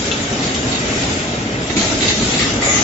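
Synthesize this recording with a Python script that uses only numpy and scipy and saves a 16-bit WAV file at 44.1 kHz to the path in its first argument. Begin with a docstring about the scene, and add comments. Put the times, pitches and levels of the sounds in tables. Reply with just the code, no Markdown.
"""A large factory hall, where a wire bending machine works a few metres from a small stereo microphone.
Shaped noise and fuzzy hums make the hall's drone, and faint scattered rings its far clatter; filtered noise
is the hiss of compressed air, and narrow noise bands are the drive motors. Small steel parts clink as decaying
sines, and the heads clank against their stops as rattles through the frame's resonances over low thuds. At
the end an exhaust jet, a falling band of noise, whistles downward while the frame buzzes."""
import sys
import numpy as np
from scipy import signal
from scipy.fft import rfft, irfft
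from scipy.io import wavfile
from scipy.ndimage import uniform_filter1d

SR = 44100
rng = np.random.default_rng(int(sys.argv[2]) if len(sys.argv) > 2 else 0)


def transcribe(signal):
    """Save signal, clipped to [-1, 1], as a 16-bit WAV file at the path in sys.argv[1]."""
    frames = np.atleast_2d(signal).T
    limited = np.clip(frames, -1, 1)
    pcm = np.round(limited * 32767).astype(np.int16)
    wavfile.write(sys.argv[1], SR, pcm)


N = 124803  # samples


def amp(db):
    """Decibels to an amplitude factor."""
    return 10 ** (np.asarray(db) / 20)


def evened(x):
    """Scale to an RMS of 1."""
    return x / np.sqrt(np.mean(x ** 2) + 1e-20)


def read(points, hz):
    """Read a table over frequency, in straight lines on a log scale."""
    point_hz, value = np.transpose(points)
    return np.interp(np.log(hz + 1), np.log(point_hz + 1), value)


def curve(rows, col):
    """One column of a time table, sample by sample."""
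    rows = np.array(rows)
    return np.interp(np.arange(N) / SR, rows[:, 0], rows[:, col])


def sides(pan_db):
    """Left and right gains; a positive pan leans left."""
    return amp(np.array([[pan_db], [-pan_db]]) / 2)


def resonate(x, hz, width):
    """A resonance of gain 1 that follows hz: shift the band to zero, smooth it, shift it back."""
    turn = np.exp(2j * np.pi * np.cumsum(hz * np.ones(x.shape[-1])) / SR)
    r = np.exp(-np.pi * width / SR)
    return 2 * (turn * signal.lfilter([1 - r], [1, -r], x / turn)).real


def grain_sizes(shape, per_s, spread_db):
    """Sparse random impulses, some of them stronger."""
    boost_db = spread_db * np.minimum(rng.exponential(1, N), 2)
    return amp(boost_db) * (rng.random(N) < per_s / SR) * np.ones(shape)


# Left-right likeness of sound from all around. Each row: frequency in Hz, likeness from 0 to 1.
SAME = [(40, .999), (80, .997), (130, .988), (190, 0.965), (270, 0.9), (400, 0.81), (580, 0.53), (850, 0.2),
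        (1300, 0), (8000, 0)]


def pair(hz, width):
    """A fuzzy tone: noise through two equal resonances, not quite alike left and right."""
    left, other = rng.standard_normal((2, N))
    same = read(SAME, hz)
    noise = np.array([left, same * left + np.sqrt(1 - same ** 2) * other])
    return evened(resonate(resonate(noise, hz, width), hz, width))


# Stereo lean, applied in full only where the sides are unlike. Each row: frequency in Hz, left minus right in dB.
LEAN = [(700, 0.5), (1300, -1), (2400, 2.5), (4450, -0.5), (5200, 1.5), (6500, 7), (7500, 6)]
# How strongly the patches show. Each row: frequency in Hz, share of the patch depth from 0 to 1.
PATCHY = [(300, 0.25), (1000, 0.81), (8000, 1)]


def diffuse(spectrum, side, patchy_db, flicker_db):
    """Stereo noise of a given colour with drifting patches and a shared flicker."""
    frames, hz = N // 512 + 5, np.fft.rfftfreq(2048, 1 / SR)
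    a, b, c, d, patches = rng.standard_normal((frames, 1025, 5)).T
    # patches are smoothed over frequency, then over time
    patches = evened(uniform_filter1d(uniform_filter1d(patches, size=6, axis=0), size=5, axis=1))
    flicker = evened(uniform_filter1d(rng.standard_normal(frames), size=3))

    around = read(SAME, hz)
    one_side, lead_s = side
    same = (around + (1 - around) * one_side * np.exp(-2j * np.pi * hz * lead_s))[:, None]
    left, other = a + 1j * b, c + 1j * d
    z = np.array([left, same * left + np.sqrt(1 - abs(same) ** 2) * other])

    lean = (read(LEAN, hz) * (1 - around))[:, None] / 2
    colour_db = read(spectrum, hz)[:, None]
    patch_db = patchy_db * read(PATCHY, hz)[:, None] * patches
    z *= amp(colour_db + patch_db + flicker_db * flicker + np.array([lean, -lean]))
    return evened(signal.istft(z, nperseg=2048, noverlap=1536)[1][:, :N])


# Colour of the drone. 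Each row: frequency in Hz, relative density in dB per Hz.
HALL = [(18, -43.5), (30, -25), (64, -3.5), (141, -6.5), (257, -0.5), (309, -5), (408, -5.5), (577, -9),
        (633, -6.5), (816, -13), (1010, -17.5), (1490, -14.5), (3190, -20), (6090, -37), (7500, -35.5),
        (9750, -56), (16500, -120)]
# Slow swell of drone and hums. Each row: time in seconds, gain in dB.
HALL_LEVEL = [(0, -0.5), (.25, 0), (.5, 1), (.75, 1.5), (.9, 1.5), (1.1, 0.5), (1.25, -0.5), (1.55, 0),
              (1.7, -1.5), (1.8, 1), (1.9, 0), (2.1, 0.5), (2.2, -0.5), (2.3, -0.5), (2.55, 1.5), (2.68, 0),
              (2.83, 1)]
# Fuzzy motor hums. Each row: frequency in Hz, width in Hz, level in dB before the slow swell.
HALL_HUMS = [(117.8, 53, -32), (220, 39, -37.5), (264.4, 84, -33.5)]
# The share of the drone from one side, in this order: likeness from 0 to 1, lead of the left in seconds.
HALL_SIDE = (0.44, 0.00032)
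HALL_DB = -22  # drone before the slow swell


def hall():
    """The drone of distant machines and fans as coloured noise, with a few fuzzy hums."""
    hums = sum(amp(db) * pair(hz, width) for hz, width, db in HALL_HUMS)
    drone = amp(HALL_DB) * diffuse(HALL, HALL_SIDE, patchy_db=2.54, flicker_db=0.77)
    return amp(curve(HALL_LEVEL, 1)) * (drone + hums)


CLATTER_PER_S, CLATTER_DB, CLATTER_SPREAD_DB = 250, -33.5, 4
CLATTER_LO_HZ, CLATTER_HI_HZ, CLATTER_T60 = 698, 7330, 0.17  # pitch range before scatter, ring in s


def clatter():
    """Far metal work: many faint rings of scattered pitch and side, louder when the air flows."""
    t, out = np.arange(5000) / SR, np.zeros((2, N))
    size = grain_sizes(N, CLATTER_PER_S, CLATTER_SPREAD_DB)
    pitches = np.geomspace(CLATTER_LO_HZ, CLATTER_HI_HZ, num=60) * rng.uniform(0.99, 1.02, size=60)
    which = rng.integers(0, len(pitches), N)
    pan_db = 8 * rng.uniform(-2.1, 1, len(pitches))  # more often to the right
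    envelope = amp(-60 * t / CLATTER_T60) * np.minimum(t / 0.0037, 1)
    for k, hz in enumerate(pitches):
        ring = envelope * np.sin(2 * np.pi * hz * t)
        out += sides(pan_db[k]) * signal.oaconvolve(size * (which == k), ring)[:N]
    flow_db = curve(AIR_FLOW, 1)
    return amp(CLATTER_DB + .6 * (flow_db - flow_db.mean())) * evened(out)


# Colour of the hiss. Each row: frequency in Hz, relative density in dB per Hz.
AIR = [(530, -27.5), (900, -2), (1060, -27), (1240, -3), (1670, -8.5), (2070, -1), (2370, -3.5),
       (2680, -4.5), (3230, -3.5), (3720, -1), (4180, -5), (6860, -5), (7500, -2.5), (9750, -36.5),
       (16500, -120)]
# Flow of the air. Each row: time in seconds, level in dB before AIR_DB is added.
AIR_FLOW = [(0.0, -32), (0.09, -31.5), (0.12, -32.5), (0.42, -33.5), (0.44, -31), (0.54, -35.5),
            (0.55, -30), (0.61, -35), (0.62, -35), (0.68, -34), (0.72, -33), (0.79, -33.5), (1.02, -30.5),
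            (1.56, -39.5), (1.73, -33.5), (1.76, -36), (1.77, -25.5), (1.97, -31), (2.11, -25), (2.14, -29),
            (2.38, -27.5), (2.4, -24.5), (2.6, -36), (2.64, -30.5), (2.81, -26.5), (2.83, -26)]
# The share of the hiss from one side, in this order: likeness from 0 to 1, lead of the left in seconds.
AIR_SIDE = (0.058, 0.00018)
AIR_DB = 8


def air():
    """Compressed air hissing through valves and hoses: turbulence as noise that follows the flow."""
    colour = [(300, -48.5), (700, -18)] + AIR  # the leading points thin out the low end
    return amp(AIR_DB + curve(AIR_FLOW, 1)) * diffuse(colour, AIR_SIDE, patchy_db=3.37, flicker_db=0.54)


# A drive motor droning while the heads travel.
# Each row: start in seconds, length in seconds, frequency in Hz, level in dB.
DRIVES = [(1.691, 0.12, 290, -25), (1.764, .1, 185, -28), (1.898, 0.094, 272, -21.5),
          (1.975, .11, 286, -26), (2.13, 0.12, 215, -21.5), (2.3, 0.074, 278, -25),
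          (2.375, 0.195, 254, -27.5), (2.564, 0.074, 243, -26.5), (2.778, 0.13, 239, -25)]
DRIVE_WIDTH, DRIVE_EDGE_S = 33, 0.042  # Hz, fade in and out in s


def drives():
    """A wavering low tone, narrow noise, that swells in and out with each move."""
    t, out = np.arange(N) / SR, np.zeros((2, N))
    for start, length, hz, db in DRIVES:
        to_nearest_end = np.minimum(t - start, start + length - t)
        swell = np.clip(to_nearest_end / DRIVE_EDGE_S, 0, 1)
        out += amp(db) * swell * pair(hz, DRIVE_WIDTH)
    return out


# Small steel parts. Each row: start in seconds, level in dB, pan in dB (left minus right), pitch ratio.
CLINKS = [(.1145, -20.5, 13.5, 1.0), (.119, -23.5, 3.5, 1.14), (.127, -28, 6, 1.2), (.1345, -22.5, 1, 1.01),
          (.139, -33, 1, 1.01), (.548, -31, 8, 1.0)]
# Ring of one part. Each row: frequency in Hz at pitch ratio 1, relative level in dB, 60 dB decay in seconds.
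CLINK_MODES = [(2632, -1, .14), (2760, -5, .06), (2920, -6, .06), (3150, -12, .04), (3300, -7, .05),
               (3450, -1, .08), (3600, -3, .05), (3900, -14, .04), (4150, -14, .04), (5750, -8, .05),
               (6250, -6, .07), (6700, -10, .04)]
# Single light ticks. Each row: start in seconds, level in dB, pan in dB (left minus right), frequency in Hz.
TICKS = [(0.327, -24.5, 14, 6000), (0.331, -23, 7.5, 2980), (0.549, -25, 6, 5520), (.543, -22, 2, 6150),
         (.547, -18.5, 2, 2930), (.549, -22, 1, 3330), (.56, -24, 2, 3150), (.336, -23, 4, 6100),
         (.624, -29, 5, 4700), (.633, -24, 7, 2860), (.722, -29, 3, 4420), (.749, -27, 5, 4330),
         (1.795, -18, -7, 4100), (1.846, -18.5, 8.5, 5680), (2.01, -18, -7, 3650), (2.045, -15, -10, 3770),
         (2.083, -10.5, -3, 3760), (2.395, -14.5, 8.5, 2015)]
TICK_T60 = 0.037  # s


def clinks():
    """Each clink rings the same few decaying modes, a little higher or lower; a tick rings one."""
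    out, t = np.zeros((2, N)), np.arange(6000) / SR
    blows = []
    for start, db, pan_db, ratio in CLINKS:
        blows.append((start, db, pan_db, [(hz * ratio, mode_db, t60) for hz, mode_db, t60 in CLINK_MODES]))
    for start, db, pan_db, hz in TICKS:
        blows.append((start, db, pan_db, [(hz, 0, TICK_T60)]))
    attack = np.minimum(t / 0.00068, 1)
    for start, db, pan_db, modes in blows:
        ring = sum(amp(mode_db - 60 * t / t60) * np.sin(2 * np.pi * (hz * t + rng.random()))
                   for hz, mode_db, t60 in modes)
        at = round(start * SR)
        out[:, at:at + len(t)] += amp(db) * sides(pan_db) * ring * attack
    return out


def frame(drive, bands):
    """Steel answers a drive with its resonances, summed with alternating sign."""
    out = 0
    for k, (hz, width, db) in enumerate(bands):
        even_width = np.sqrt(2 * np.pi * width / SR)  # keeps narrow bands as loud as wide ones
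        out = out + (-1) ** k * amp(db) * resonate(drive, hz, width) / even_width
    return out


# Heads meeting their stops. Each row: start in seconds, level in dB, pan in dB (left minus right),
# rise in seconds, rattle decay constant in seconds, centre of the ring in Hz, thud level in dB, thud in Hz.
CLANKS = [(0.391, -24, -6, .01, 0.063, 3750, -35, 350), (0.436, -24.5, 5, 0.0043, 0.04, 4250, -32.5, 300),
          (0.468, -23, 3, .015, 0.033, 3200, -34, 300), (0.742, -25, 0, .008, 0.025, 3400, -33.5, 300),
          (0.714, -17.5, -3.5, 0.0065, 0.034, 3600, -27.5, 280),
          (1.698, -16.5, -3, 0.0021, 0.016, 2410, -21.5, 306),
          (1.766, -18, -6, 0.0043, 0.037, 3800, -15.5, 200),
          (1.765, -22, -0.5, 0.0028, 0.07, 5620, -31, 200), (1.804, -24, 4, .01, 0.075, 3900, -23.5, 640),
          (2.007, -15, 5.5, 0.0069, 0.035, 2170, -22, 246),
          (2.018, -17.5, -13, 0.011, 0.02, 3560, -20.5, 386),
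          (2.048, -19, 5.5, 0.008, 0.022, 1850, -23.5, 300),
          (2.096, -21.5, -1, 0.006, 0.027, 2050, -28, 300),
          (2.079, -13.5, -3, 0.0034, 0.049, 3800, -26.5, 300),
          (2.197, -17, -4, 0.023, 0.054, 4250, -17, 205), (2.336, -20, 2, .005, 0.091, 3500, -27.5, 281),
          (2.393, -13.5, 2, .004, 0.031, 2100, -29, 280), (2.419, -20, 2, .006, 0.017, 1950, -30.5, 280),
          (2.455, -23, -1, .008, 0.015, 2300, -29, 280), (2.662, -19, 0.5, .012, 0.032, 1150, -18.5, 520),
          (2.705, -28, 3.5, .006, 0.017, 1200, -20.5, 570), (2.751, -19, 6, 0.0057, 0.037, 1400, -26, 284)]
# Ring of the frame. Each row: frequency in Hz, width in Hz, level in dB before weighting around the ring centre.
FRAME_MODES = [(1210, 15, -5), (1771, 29, -7), (2015, 120, -3.5), (2260, 85, -10.5), (2638, 38, -8),
               (3020, 140, -11), (3312, 88, -12.5), (3730, 37, -5.5), (4100, 49, -10.5), (4424, 48, -7),
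               (4900, 200, -11.5), (6650, 85, -1)]
FIRST_BLOW_DB, RATTLE_PER_S, RATTLE_SPREAD_DB = 18.5, 1500, 4
THUD_WIDTH, RING_OCTAVES = 240, 0.77  # Hz, distance from the ring centre where modes drop 6 dB


def clanks():
    """A first blow and a dying rattle shake the frame modes near the ring's centre over a low thud."""
    grains = evened(rng.standard_normal((2, N)) * grain_sizes((2, N), RATTLE_PER_S, RATTLE_SPREAD_DB))
    low, out, t = rng.standard_normal(N), np.zeros((2, N)), np.arange(SR // 3) / SR
    for start, db, pan_db, rise, length, ring_hz, thud_db, thud_hz in CLANKS:
        at = round(start * SR)
        part = out[:, at:at + len(t)]
        n = part.shape[1]
        shape = (np.exp(-t / length) * np.minimum(t / rise, 1))[:n]
        modes = [(hz, width, mode_db - 6 * (np.log2(hz / ring_hz) / RING_OCTAVES) ** 2)
                 for hz, width, mode_db in FRAME_MODES]
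        first_blow = amp(FIRST_BLOW_DB) * (t[:n] == 0)
        rattle = shape * grains[:, at:at + n]
        thud = resonate(resonate(low[at:at + n], thud_hz, THUD_WIDTH), thud_hz, THUD_WIDTH)
        part += amp(db) * sides(pan_db) * frame(rattle + first_blow, modes)
        part += amp(thud_db) * shape * evened(thud)
    return out


# The exhaust jet. Each row: time in seconds, whistle in Hz, level in dB.
JET = [(2.615, 7200, -24), (2.63, 7400, -24), (2.67, 7060, -23), (2.71, 6750, -22), (2.83, 6100, -22.5)]
# Ring of the muffler. Each row: frequency in Hz, width in Hz, level in dB before JET_RING_DB.
JET_MODES = [(6095, 30, -3), (6270, 30, -4), (6523, 20, 0), (6668, 25, -3), (6722, 20, 1), (6777, 25, -2),
             (6889, 30, -2), (7074, 20, -1), (7297, 30, -1), (7484, 30, -1)]
# Buzz of the frame. Each row: time in seconds, level in dB before a 6 dB cut.
BUZZ = [(2.6, -31), (2.614, -30), (2.624, -17), (2.82, -21.5), (2.83, -25)]
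# Colour of the buzz. Each row: frequency in Hz, width in Hz, relative level in dB.
BUZZ_BANDS = [(482, 440, -12), (1170, 210, -2), (1800, 51, -8), (2015, 39, 3), (2140, 69, -1),
              (2310, 100, 0), (3800, 300, -9), (5100, 200, -13.5)]
JET_WIDTH, JET_PAN_DB, JET_RISE_S, JET_RING_DB = 920, 6.5, 0.008, -16.5  # width in Hz


def exhaust():
    """A jet of air whistles in a broad falling band that rings the muffler while the frame buzzes along."""
    gate = np.clip((np.arange(N) / SR - JET[0][0]) / JET_RISE_S, 0, 1)
    hz, noise = curve(JET, 1), rng.standard_normal((4, N))
    whistle = evened(resonate(resonate(noise[:2], hz, JET_WIDTH), hz, JET_WIDTH))
    jet = gate * whistle * amp(curve(JET, 2)) * sides(JET_PAN_DB)
    muffler = amp(JET_RING_DB) * frame(jet, JET_MODES)
    buzz = gate * amp(curve(BUZZ, 1) - 6.0) * frame(noise[2:], BUZZ_BANDS)
    return jet + muffler + buzz


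ROOM_T60, ROOM_DB = 0.54, -10.5  # s, level of the tail


def room(x):
    """A decaying tail of random reflections, alike on both sides in the bass."""
    t = np.arange(SR // 2) / SR
    decay = amp(-60 * t / ROOM_T60) * (t > .008)
    left, other = rfft(rng.standard_normal((2, len(t))) * decay)
    same = read(SAME, np.fft.rfftfreq(len(t), 1 / SR))
    tail = irfft([left, same * left + np.sqrt(1 - same ** 2) * other], len(t))
    return signal.fftconvolve(x, tail / np.linalg.norm(tail[0]), axes=1)[:, :N]


def scene():
    """Every layer together; only clinks and clanks feed the room."""
    hits = clinks() + clanks()
    background = hall() + clatter() + air() + drives()
    return background + hits + amp(ROOM_DB) * room(hits) + exhaust()


CEILING, EDGE_HZ = 1.1, 7510  # peak limit as amplitude, band limit


def record(dry):
    """The recorder rounds off the loudest peaks and filters out what lies above its band limit."""
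    rounded = CEILING * np.tanh(dry / CEILING)
    low_pass = signal.firwin(1023, EDGE_HZ, window=("kaiser", 11), fs=SR)
    return signal.oaconvolve(rounded, low_pass[None], "same")


dry = scene()
out = record(dry)
transcribe(out)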